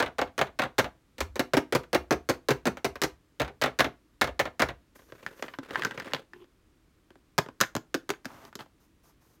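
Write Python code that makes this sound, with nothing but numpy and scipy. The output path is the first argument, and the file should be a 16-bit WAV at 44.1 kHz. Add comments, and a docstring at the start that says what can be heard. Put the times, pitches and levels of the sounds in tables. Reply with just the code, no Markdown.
"""In a small quiet room, fingernails drum on a box and on the hollow plastic toy van resting on it.
The van is then picked up, creaking and rattling, and held close, where it is tapped again and stroked.
Each contact is made of short noise bursts shaped into a low knock, a clack of the wall and a tick of the nail.
Rubbing skin is made of tiny uneven jerks plus a hiss; the room adds a short tail and a faint steady rumble."""
import sys
import numpy as np
from scipy import signal
from scipy.fft import rfft, irfft
from scipy.io import wavfile

SR = 44100
rng = np.random.default_rng(int(sys.argv[2]) if len(sys.argv) > 2 else 0)


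def master(y):
    """Save y as 16-bit WAV."""
    cut = np.clip(np.atleast_2d(y).T, -1, 1)
    pcm = np.round(cut * 32767)  # scale
    wavfile.write(sys.argv[1], SR, pcm.astype(np.int16))


N = 414540
TIME = np.arange(N) / SR  # seconds
HIT_SIZE = 8192  # samples in one contact
TOP_HZ = 16100  # the recorder passes nothing much above this

# Colour of the quiet room's background. Each row: frequency in Hz, relative gain in dB.
AIR = [(15, -33), (25, -6.5), (53, -0.5), (74, -4.5), (108, -6.5), (229, -10), (326, -5.5), (363, -12.5),
       (439, -15.5), (754, -25), (1130, -22), (2220, -26.5), (16000, -40)]
AIR_DB = -65  # overall level of that background

# Colour of the box and its plastic lid. Each row: frequency in Hz, relative gain in dB.
BOX_COLOUR = [(60, -8), (96, -7.5), (130, -3.5), (172, -7), (280, -2), (340, -4.5), (520, 1.5), (730, -2),
              (950, -5.5), (1700, -5.5), (2150, -7.5), (2650, -12), (3900, -12.5), (5000, -19),
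              (6500, -20.5), (8200, -28), (10400, -30.5), (12400, -30), (16000, -32)]
# Colour of the van standing on the box. Each row: frequency in Hz, relative gain in dB.
RESTING_COLOUR = [(60, -6.5), (96, -11), (130, -4), (170, -7.5), (260, -1.5), (380, -2), (520, -2.5),
                  (990, -11), (1600, -10.5), (2700, -14.5), (4000, -15), (6500, -21.5), (8200, -26.5),
                  (10400, -30.5), (12400, -28.5), (16000, -32.5)]
# Colour of the van in the hands. Each row: frequency in Hz, relative gain in dB.
HELD_COLOUR = [(60, -10), (130, -5.5), (260, -4.5), (500, -6.5), (760, -11.5), (1600, -8.5), (2400, -17),
               (5000, -16.5), (6800, -20), (8300, -27), (10400, -33), (12400, -26.5), (16000, -34.5)]
# Colour of the creak under a grip. Each row: frequency in Hz, relative gain in dB.
GRIP_COLOUR = [(100, -4.5), (350, 3), (520, 5.5), (760, -8), (1020, -3), (1700, -3), (2500, -10),
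               (3600, -13), (5000, -20), (12000, -30)]
# Colour of the creak under a dragging fingertip. Each row: frequency in Hz, relative gain in dB.
DRAG_COLOUR = [(250, 6), (360, 17), (600, -19), (1020, 1), (1600, -24), (3000, -8.5), (6000, -41)]
# Colour of the creak under a stroke. Each row: frequency in Hz, relative gain in dB.
STROKE_COLOUR = [(130, 7), (350, 2), (1050, 4), (1800, -3), (3300, -12), (12000, -28)]
# Colour of the hiss of gliding skin. Each row: frequency in Hz, relative gain in dB.
SKIN_COLOUR = [(1000, -15), (3500, -1), (6300, 8), (8000, 1), (11000, 3), (14000, 7), (16000, -7.5)]

# In the contact tables, levels are in dB before each sound's own trim.
# Both hands drum on the box beside the van, one just after the other.
# Each row: start in seconds, first hand in dB, lag of the second hand in seconds, second hand in dB,
# knock against clack in dB, tick against clack in dB, ring of the first spot in Hz, boom in dB,
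# how many seconds the nail grazes ahead of the first landing.
BOX_TAPS = [(.003, -20.5, 0.022, -22.5, -3.5, -13, 900, -52, 0.0024),
            (0.19, -25, 0.025, -23, -1.5, -13.5, 780, -51, 0.0063),
            (.39, -23.5, 0.023, -19, -3, -10.5, 760, -52.5, 0.011),
            (.595, -21.5, 0.024, -23.5, -5.5, -12, 750, -59, 0.0055),
            (0.787, -19, 0.0072, -20.5, -2.5, -7.5, 1450, -48.5, 0.0049),
            (3.402, -24.5, 0.015, -27, -1, -8.5, 696, -42, 0.0038),
            (3.62, -22.5, .018, -21, -3.5, -7.5, 2020, -52, 0.0054),
            (3.794, -20, 0.011, -16.5, -4, -7, 1640, -46.5, 0.0048),
            (4.217, -17.5, 0.025, -28.5, -5, -8, 1730, -43, 0.0044),
            (4.398, -20, 0.0055, -29.5, -6, -9, 2100, -51.5, .005),
            (4.6, -21.5, 0.02, -17, -4.5, -10, 1650, -42.5, .005)]
# The lid springs back after a tap. Each row: start in seconds, level in dB.
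SPRINGS = [(0.061, -32.5), (.274, -50), (.47, -45), (.636, -28.5), (.843, -31.5), (3.447, -38),
           (3.478, -40), (3.659, -25.5), (3.844, -25.5), (4.273, -32.5), (4.454, -31), (4.687, -32.5)]
# Both hands drum on the resting van. Each row: start in seconds, first hand in dB,
# lag of the second hand in seconds, second hand in dB, knock against clack in dB,
# tick against clack in dB, ring of the first spot in Hz, boom in dB.
VAN_TAPS = [(1.182, -43, 0.023, -28, -0.5, -2, 1790, -38), (1.357, -35.5, .037, -24, 2.5, -4, 520, -54.5),
            (1.535, -23, .034, -21.5, 5, -7, 307.6, -48), (1.724, -27.5, 0.026, -23, 5.5, -4.5, 403, -51.5),
            (1.93, -26.5, 0.017, -21, 2.5, -6, 410, -45.5), (2.108, -23, 0.016, -27.5, 5, -6, 434, -45.5),
            (2.289, -28, 0.0071, -25, 4, -3.5, 402, -54.5), (2.486, -24, .02, -24, 5, -5, 480, -50),
            (2.655, -28.5, .014, -25.5, 5.5, -5.5, 455, -51.5),
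            (2.845, -27.5, 0.0044, -30.5, 5, -3, 480, -50), (3.017, -26, 0.019, -25.5, -1, -1, 374, -50.5)]
# A nail catches the van on its way up. Each row: start in seconds, level in dB.
CATCHES = [(1.834, -47.5), (2.337, -44), (2.771, -39), (2.956, -37.5)]
# Fingertips land softly on the shell. Each row: start in seconds, knock level in dB, ring in Hz.
BUMPS = [(5.122, -39.5, 487), (5.587, -30.5, 280), (5.395, -44.5, 564), (5.44, -37.5, 430),
         (5.708, -33, 517), (5.867, -33, 250), (5.976, -33, 460), (6.069, -38.5, 370), (6.443, -56.5, 360),
         (7.105, -49.5, 380), (7.156, -52.5, 306), (7.462, -40.5, 1010), (7.487, -38.5, 1015),
         (8.661, -54.5, 862)]
# Loose wheels and seams click as the van is turned.
# Each row: start in seconds, level in dB, hardness in dB, ring in Hz.
CLICKS = [(5.264, -31.5, -13, 1860), (5.425, -31, -7.5, 538), (5.482, -40.5, -20, 1680),
          (5.538, -41, -29, 1620), (5.747, -37.5, -17, 1710), (5.757, -23.5, -27, 1770),
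          (5.795, -38, -10, 1030), (5.821, -29, -14, 1940), (5.835, -32, -11, 1520), (5.849, -24, -7, 1570),
          (5.91, -36, -14.5, 1600), (5.999, -35, -9.5, 1660), (6.135, -28, -1.5, 2700),
          (6.147, -31, -9, 3440), (6.334, -45, -14, 1770), (7.635, -28, -18, 1830),
          (8.137, -44.5, -28, 1540), (8.303, -50.5, -23, 1000), (8.451, -54.5, 2, 352),
          (8.528, -50, -15, 1550), (8.554, -45, 5.5, 382), (8.591, -47, -8, 3380), (8.607, -47.5, -2, 3280)]
# Two fingers tap the van in the hand. Each row: start in seconds, first finger in dB,
# lag of the second finger in seconds, second finger in dB, knock against clack in dB,
# tick against clack in dB, ring of the first spot in Hz.
HELD_TAPS = [(7.38, -23.5, 0.0062, -20.5, -1.5, -4.5, 1000), (7.604, -31, 0.0075, -17, -4, -0.5, 1590),
             (7.752, -32.5, 0.013, -33, 6.5, -2.5, 254), (7.943, -28, 0.0053, -30, 5.5, -4.5, 288),
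             (8.092, -33.5, .011, -28.5, 3.5, -3, 387), (8.247, -50.5, 0.008, -36.5, 2.5, -3, 268)]

# In the rub tables, the length runs from the start to the moment the rub begins to die away.
# Fingers take hold and turn the van.
# Each row: start in seconds, length in seconds, creak in dB before trim, skin hiss in dB before trim.
GRIPS = [(4.948, 0.017, -57, -51.5), (4.98, 0.58, -62.5, -62), (5.22, .06, -48, -89), (5.36, .1, -50, -62),
         (5.62, 0.578, -50.5, -78), (5.73, 0.12, -46, -72), (6.02, 0.079, -53, -77)]
# A fingertip drags as the grip settles.
# Each row: start in seconds, length in seconds, creak in dB before trim, skin hiss in dB before trim.
DRAGS = [(6.325, 0.1, -58, -82)]
# Fingertips glide over the side.
# Each row: start in seconds, length in seconds, creak in dB before trim, skin hiss in dB before trim.
GLIDES = [(8.27, 0.21, -53, -69), (8.585, 0.028, -46.5, -65), (8.795, .06, -70.5, -75),
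          (9.03, .07, -67, -69.5), (9.205, 0.15, -72.5, -74)]

SECOND_SPOT_RATIO = 0.97  # the second touch lands on another spot, which rings slightly lower
GRAZE_DB, GRAZE_EDGE_DB = -5.5, 4  # grazing nail: level and tick against the landing
SETTLE_LAG_S, SETTLE_DB = .017, -9.5  # contents of the box: lag and level against the spring-back
FINGERTIP_LAG_S, FINGERTIP_DB, FINGERTIP_EDGE_DB = .006, -4, -7  # lag, level and tick against the nail
BUMP_WEIGHT_DB = 7  # a soft fingertip gives this much more knock than clack
RATTLE_FROM_S, RATTLE_TO_S, RATTLE_HZ = 5.68, 6.19, 2000
RATTLE_DB, RATTLE_SCATTER_DB = -44, 4  # before trim; the scatter goes up and down
RUB_ATTACK_S, RUB_RELEASE_S = 0.01, 0.018  # straight rise, then the time constant of the dying away


def undb(db):
    """Turn decibels into gain."""
    return 10 ** (np.asarray(db) / 20)


def fade(t, t60):
    """Die away smoothly, 60 dB down after t60 seconds."""
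    return np.exp(-np.log(1000) * t / t60)


def unit(x):
    """Scale to an average (rms) level of 1."""
    return x / np.sqrt(np.mean(x ** 2))


def colour(points, size):
    """Draw a gain curve through (Hz, dB) points, falling away below the first."""
    f = np.fft.rfftfreq(size, 1 / SR) + 1  # the 1 Hz shift avoids dividing by zero
    hz, db = np.transpose(points)
    curve = undb(np.interp(np.log(f), np.log(hz), db))
    return curve * np.minimum(f / hz[0], 1) ** 2


def causal(gain):
    """Turn a gain curve into a response that rings only after its cause (minimum phase)."""
    cepstrum = irfft(np.log(np.maximum(gain, 1e-5)))
    half = len(cepstrum) // 2
    cepstrum[1:half] *= 2
    cepstrum[half + 1:] = 0
    return np.exp(rfft(cepstrum))


def band(f, lo_hz, hi_hz):
    """Keep what lies between two frequencies, with steep sides."""
    return ((1 + (lo_hz / f) ** 8) * (1 + (f / hi_hz) ** 8)) ** -.5


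def add(out, s, sound):
    """Mix a sound in at time s."""
    i = max(int(s * SR), 0)
    out[i:i + len(sound)] += sound[:N - i]


def chatter(t, bounces, gap_s, bounce_db):
    """Loose parts rebound a few times, ever weaker, at uneven gaps."""
    delays = np.cumsum(gap_s * (0.42 + bounces))[:, None]
    rebounds = (t > delays) * fade(np.abs(t - delays), 0.014)
    return undb(bounce_db) * np.sum(rebounds * fade(delays, 0.096), axis=0)


def strike(hits, shell, lo_hz, hi_hz, t60, snap, ring_db, bounce_db, rise_s, ring_width=0.22):
    """Each contact (s, dB, ring Hz) shakes one pitch range of a shell, with a new mix of its crowded modes."""
    t = TIME[:HIT_SIZE]
    f = np.fft.rfftfreq(HIT_SIZE, 1 / SR) + 1
    body = causal(colour(shell, HIT_SIZE) * band(f, lo_hz, hi_hz))
    # the snap is the impact itself; the wall rings on after it
    blow = (fade(t, t60) + snap * fade(t, 0.0037)) * (1 - np.exp(-t / rise_s))
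    noises = rng.standard_normal((len(hits), HIT_SIZE))
    rebounds = rng.random(size=(len(hits), 4))
    out = np.zeros(N)
    for (s, db, hz), noise, bounces in zip(hits, noises, rebounds):
        burst = noise * (blow + chatter(t, bounces, gap_s=.0045, bounce_db=bounce_db))
        # the touched spot adds a resonance of its own
        spot = 1 + undb(ring_db) / (1 + 1j * (f / hz - hz / f) / ring_width)
        sound = irfft(rfft(burst) * body * spot)
        # the level counts the blow's energy as if spread over a hundredth of a second
        level = undb(db) * np.sqrt(SR / 100 / np.sum(sound ** 2))
        add(out, s, sound * level)
    return out


def contacts(s, db, hz, knock_db, tick_db):
    """Make rows of (s, knock dB, clack dB, tick dB, ring Hz), with knock and tick set against the clack."""
    return np.column_stack(np.broadcast_arrays(s, db + knock_db, db, db + tick_db, hz))


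def registers(table):
    """Split contacts into knock, clack and tick rows of (s, dB, ring Hz)."""
    s, *levels, hz = np.transpose(table)
    return [np.column_stack([s, db, hz]) for db in levels]


def pairs(taps):
    """Make two touches of each tap, a moment apart: rows of (s, dB, knock dB, tick dB, ring Hz)."""
    touches = []
    for s, first_db, lag_s, second_db, weight_db, edge_db, hz, *_ in taps:
        touches.append((s, first_db, weight_db, edge_db, hz))
        touches.append((s + lag_s, second_db, weight_db, edge_db, hz * SECOND_SPOT_RATIO))
    return np.array(touches)


def tap_contacts(taps):
    """Turn paired taps into contacts."""
    s, db, weight_db, edge_db, hz = pairs(taps).T
    return contacts(s, db, hz, knock_db=weight_db, tick_db=edge_db)


def room_air():
    """The quiet room gives a faint steady rumble and hiss."""
    return undb(AIR_DB) * unit(irfft(rfft(rng.standard_normal(N)) * colour(AIR, N)))


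def box_contacts():
    """The first nail grazes the lid, both hands land, the lid springs back and the contents settle."""
    landing = tap_contacts(BOX_TAPS)
    s, db, _, _, weight_db, edge_db, hz, _, lead_s = np.transpose(BOX_TAPS)
    graze = contacts(s - lead_s, db + GRAZE_DB, hz, knock_db=weight_db, tick_db=edge_db + GRAZE_EDGE_DB)
    s, db = np.transpose(SPRINGS)
    spring = contacts(s, db, hz=3700, knock_db=-3.5, tick_db=-12)
    settle = contacts(s + SETTLE_LAG_S, db + SETTLE_DB, hz=750, knock_db=4.5, tick_db=-17.5)
    return np.vstack([graze, landing, spring, settle])


def box_taps():
    """The thin lid clacks and the things packed under it chatter."""
    knock, clack, tick = registers(box_contacts())
    low = strike(knock, BOX_COLOUR, lo_hz=104, hi_hz=733, t60=.08, snap=0.9,
                 ring_db=-4.5, bounce_db=-11.5, rise_s=0.0005)
    middle = strike(clack, BOX_COLOUR, lo_hz=780, hi_hz=2870, t60=.06, snap=1.2,
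                    ring_db=-3, bounce_db=-4.5, rise_s=0.00041)
    high = strike(tick, BOX_COLOUR, lo_hz=3020, hi_hz=18000, t60=0.031, snap=1.9,
                  ring_db=-4.5, bounce_db=-8.5, rise_s=0.0002)
    return undb(-0.5) * low + undb(-1.8) * middle + undb(-1.5) * high


def box_boom(hz=68, width_hz=15, rise_s=0.033, gain_db=3.5):
    """The box's lowest modes swell after each tap on box or resting van, then die away."""
    t = TIME[:SR // 2]
    f = np.fft.rfftfreq(len(t), 1 / SR) + 1
    swell = t / rise_s * np.exp(1 - t / rise_s)
    radiation = causal(band(f, lo_hz=50, hi_hz=100))
    out = np.zeros(N)
    taps = list(BOX_TAPS) + list(VAN_TAPS)
    noises = rng.standard_normal((len(taps), len(t)))
    for (s, _, _, _, _, _, _, db, *_), noise in zip(taps, noises):
        modes = irfft(rfft(noise) * np.exp(-.5 * ((f - hz) / width_hz) ** 2))
        boom = irfft(rfft(swell * modes) * radiation)
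        add(out, s, undb(db + gain_db) * unit(boom) * np.sqrt(np.mean(swell ** 2) / 2))
    return out


def van_contacts():
    """The nail strikes the shell and the fingertip follows; now and then a nail catches as it lifts."""
    nail = tap_contacts(VAN_TAPS)
    s, db, weight_db, edge_db, _ = pairs(VAN_TAPS).T
    fingertip = contacts(s + FINGERTIP_LAG_S, db + FINGERTIP_DB, hz=380,
                         knock_db=weight_db, tick_db=edge_db + FINGERTIP_EDGE_DB)
    catch = contacts(*np.transpose(CATCHES), hz=520, knock_db=-4, tick_db=-11)
    return np.vstack([nail, fingertip, catch])


def van_taps():
    """On the box the van rings freely and its loose wheels chatter."""
    knock, clack, tick = registers(van_contacts())
    low = strike(knock, RESTING_COLOUR, lo_hz=114, hi_hz=710, t60=0.055, snap=0.7,
                 ring_db=1.5, bounce_db=-13, rise_s=0.00043)
    middle = strike(clack, RESTING_COLOUR, lo_hz=660, hi_hz=2610, t60=0.063, snap=1.4,
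                    ring_db=-4.5, bounce_db=-3, rise_s=0.0002)
    high = strike(tick, RESTING_COLOUR, lo_hz=3600, hi_hz=18000, t60=0.046, snap=2.2,
                  ring_db=-3.5, bounce_db=-11, rise_s=0.00015)
    return undb(-2.0) * low + undb(-0.8) * middle + undb(-2.38) * high


def swells(rubs):
    """Creak and hiss gains over time: each rub rises, holds and dies away."""
    slip_gain, hiss_gain = np.zeros(N), np.zeros(N)
    for s, length_s, slip_db, hiss_db in rubs:
        rise = np.clip((TIME - s) / RUB_ATTACK_S, 0, 1)
        release = np.exp(-np.maximum(TIME - s - length_s, 0) / RUB_RELEASE_S)
        slip_gain += undb(slip_db) * rise * release
        hiss_gain += undb(hiss_db) * rise * release
    return slip_gain, hiss_gain


def rubbing(rubs, shell, slips_per_s, scatter_db, slip_db, hiss_db):
    """Skin sticks and slips on the plastic in tiny uneven jerks, and hisses as it glides."""
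    slip_gain, hiss_gain = swells(rubs)
    strengths = undb(scatter_db * np.clip(rng.standard_normal(N), -2, 2))
    jerks = (rng.random(N) < slips_per_s / SR) * strengths
    # every jerk sets off a burst of noise that dies away
    ringing = signal.fftconvolve(jerks, fade(TIME[:HIT_SIZE], 0.045))[:N] * rng.standard_normal(N)
    creak = unit(irfft(rfft(ringing) * causal(colour(shell, N))))
    skin = unit(irfft(rfft(rng.standard_normal(N)) * colour(SKIN_COLOUR, N)))
    return undb(slip_db) * slip_gain * creak + undb(hiss_db) * hiss_gain * skin


def grip():
    """Fingers take hold and turn the van, and it creaks under them."""
    return rubbing(GRIPS, GRIP_COLOUR, slips_per_s=310, scatter_db=8.5, slip_db=1, hiss_db=-9.0)


def axle(x, hz=1022, t60=0.16, gain_db=-5):
    """A steel axle, free of the box, sings faintly after each jolt."""
    t = TIME[:SR // 2]
    ring = fade(t, t60) * np.cos(2 * np.pi * hz * t)
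    return x + undb(gain_db) * signal.fftconvolve(x, 2 * ring / np.sum(fade(t, t60)))[:N]


def soft_bumps():
    """A soft fingertip gives mostly knock and hardly any tick."""
    s, db, hz = np.transpose(BUMPS)
    return contacts(s, db - BUMP_WEIGHT_DB, hz, knock_db=BUMP_WEIGHT_DB, tick_db=-13)


def loose_clicks():
    """Wheels and seams click; the harder the click, the more knock and tick join the clack."""
    s, db, hardness_db, hz = np.transpose(CLICKS)
    return contacts(s, db, hz, knock_db=hardness_db + 1.0, tick_db=hardness_db)


def rattle():
    """Ten faint contacts, at chance moments and strengths, rattle while the van is raised."""
    when, strength = rng.random(size=(10, 2)).T
    # one contact falls somewhere in each tenth of the stretch
    progress = (np.arange(len(when)) + when) / len(when)
    times = RATTLE_FROM_S + (RATTLE_TO_S - RATTLE_FROM_S) * progress
    levels_db = RATTLE_DB + RATTLE_SCATTER_DB * (2 * strength - 1)
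    return contacts(times, levels_db, RATTLE_HZ, knock_db=-2, tick_db=-18)


def held_contacts():
    """The hands damp the shell, so bumps, clicks, rattle and nail taps are all short and sharp."""
    hits = np.vstack([tap_contacts(HELD_TAPS), loose_clicks(), soft_bumps(), rattle()])
    knock, clack, tick = registers(hits)
    low = strike(knock, HELD_COLOUR, lo_hz=95, hi_hz=690, t60=0.036, snap=.9,
                 ring_db=3, bounce_db=-14.5, rise_s=0.00059)
    middle = strike(clack, HELD_COLOUR, lo_hz=730, hi_hz=3220, t60=0.021, snap=1.6,
                    ring_db=5.0, bounce_db=-8.5, rise_s=0.000061)
    high = strike(tick, HELD_COLOUR, lo_hz=3030, hi_hz=18000, t60=0.022, snap=2.8,
                  ring_db=11.5, bounce_db=-13, rise_s=0.0001)
    return undb(-3.1) * low + undb(-0.5) * middle + undb(-2.5) * high


def drag():
    """A fingertip drags in rather even jerks as the grip settles."""
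    return rubbing(DRAGS, DRAG_COLOUR, slips_per_s=220, scatter_db=2.0, slip_db=6.5, hiss_db=3)


def stroke():
    """Fingertips glide over the side in dense, very uneven jerks."""
    return rubbing(GLIDES, STROKE_COLOUR, slips_per_s=1300, scatter_db=11, slip_db=0, hiss_db=1)


def room(x, wet_db, low_t60=0.23, high_t60=0.17, split_hz=700):
    """Nearby boxes and walls return a short tail whose lows last longest."""
    t = TIME[:SR // 2]
    noise = rng.standard_normal(len(t))
    low = signal.sosfilt(signal.butter(1, split_hz, fs=SR, output="sos"), noise)
    high = noise - low
    arrival = np.clip(t / 0.0028 - 1, 0, 1)  # silent for 2.8 ms, then full after as long again
    tail = (low * fade(t, low_t60) + high * fade(t, high_t60)) * arrival
    return x + undb(wet_db) * signal.fftconvolve(x, tail / np.sqrt(np.sum(tail ** 2)))[:N]


def scene():
    """The van is further off on the box, and closer and drier in the hands."""
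    far = room(box_taps() + van_taps(), wet_db=-12.0) + box_boom()
    jolted = axle(held_contacts() + grip())
    near = room(jolted + drag() + stroke(), wet_db=-15.0)
    return (far + near + room_air())[None]


def record(dry):
    """The recorder rounds the highest peaks and cuts the top."""
    rounded = .8 * np.tanh(dry / .8)
    return signal.sosfilt(signal.ellip(10, .2, 70, TOP_HZ, fs=SR, output="sos"), rounded)


dry = scene()
out = record(dry)
master(out)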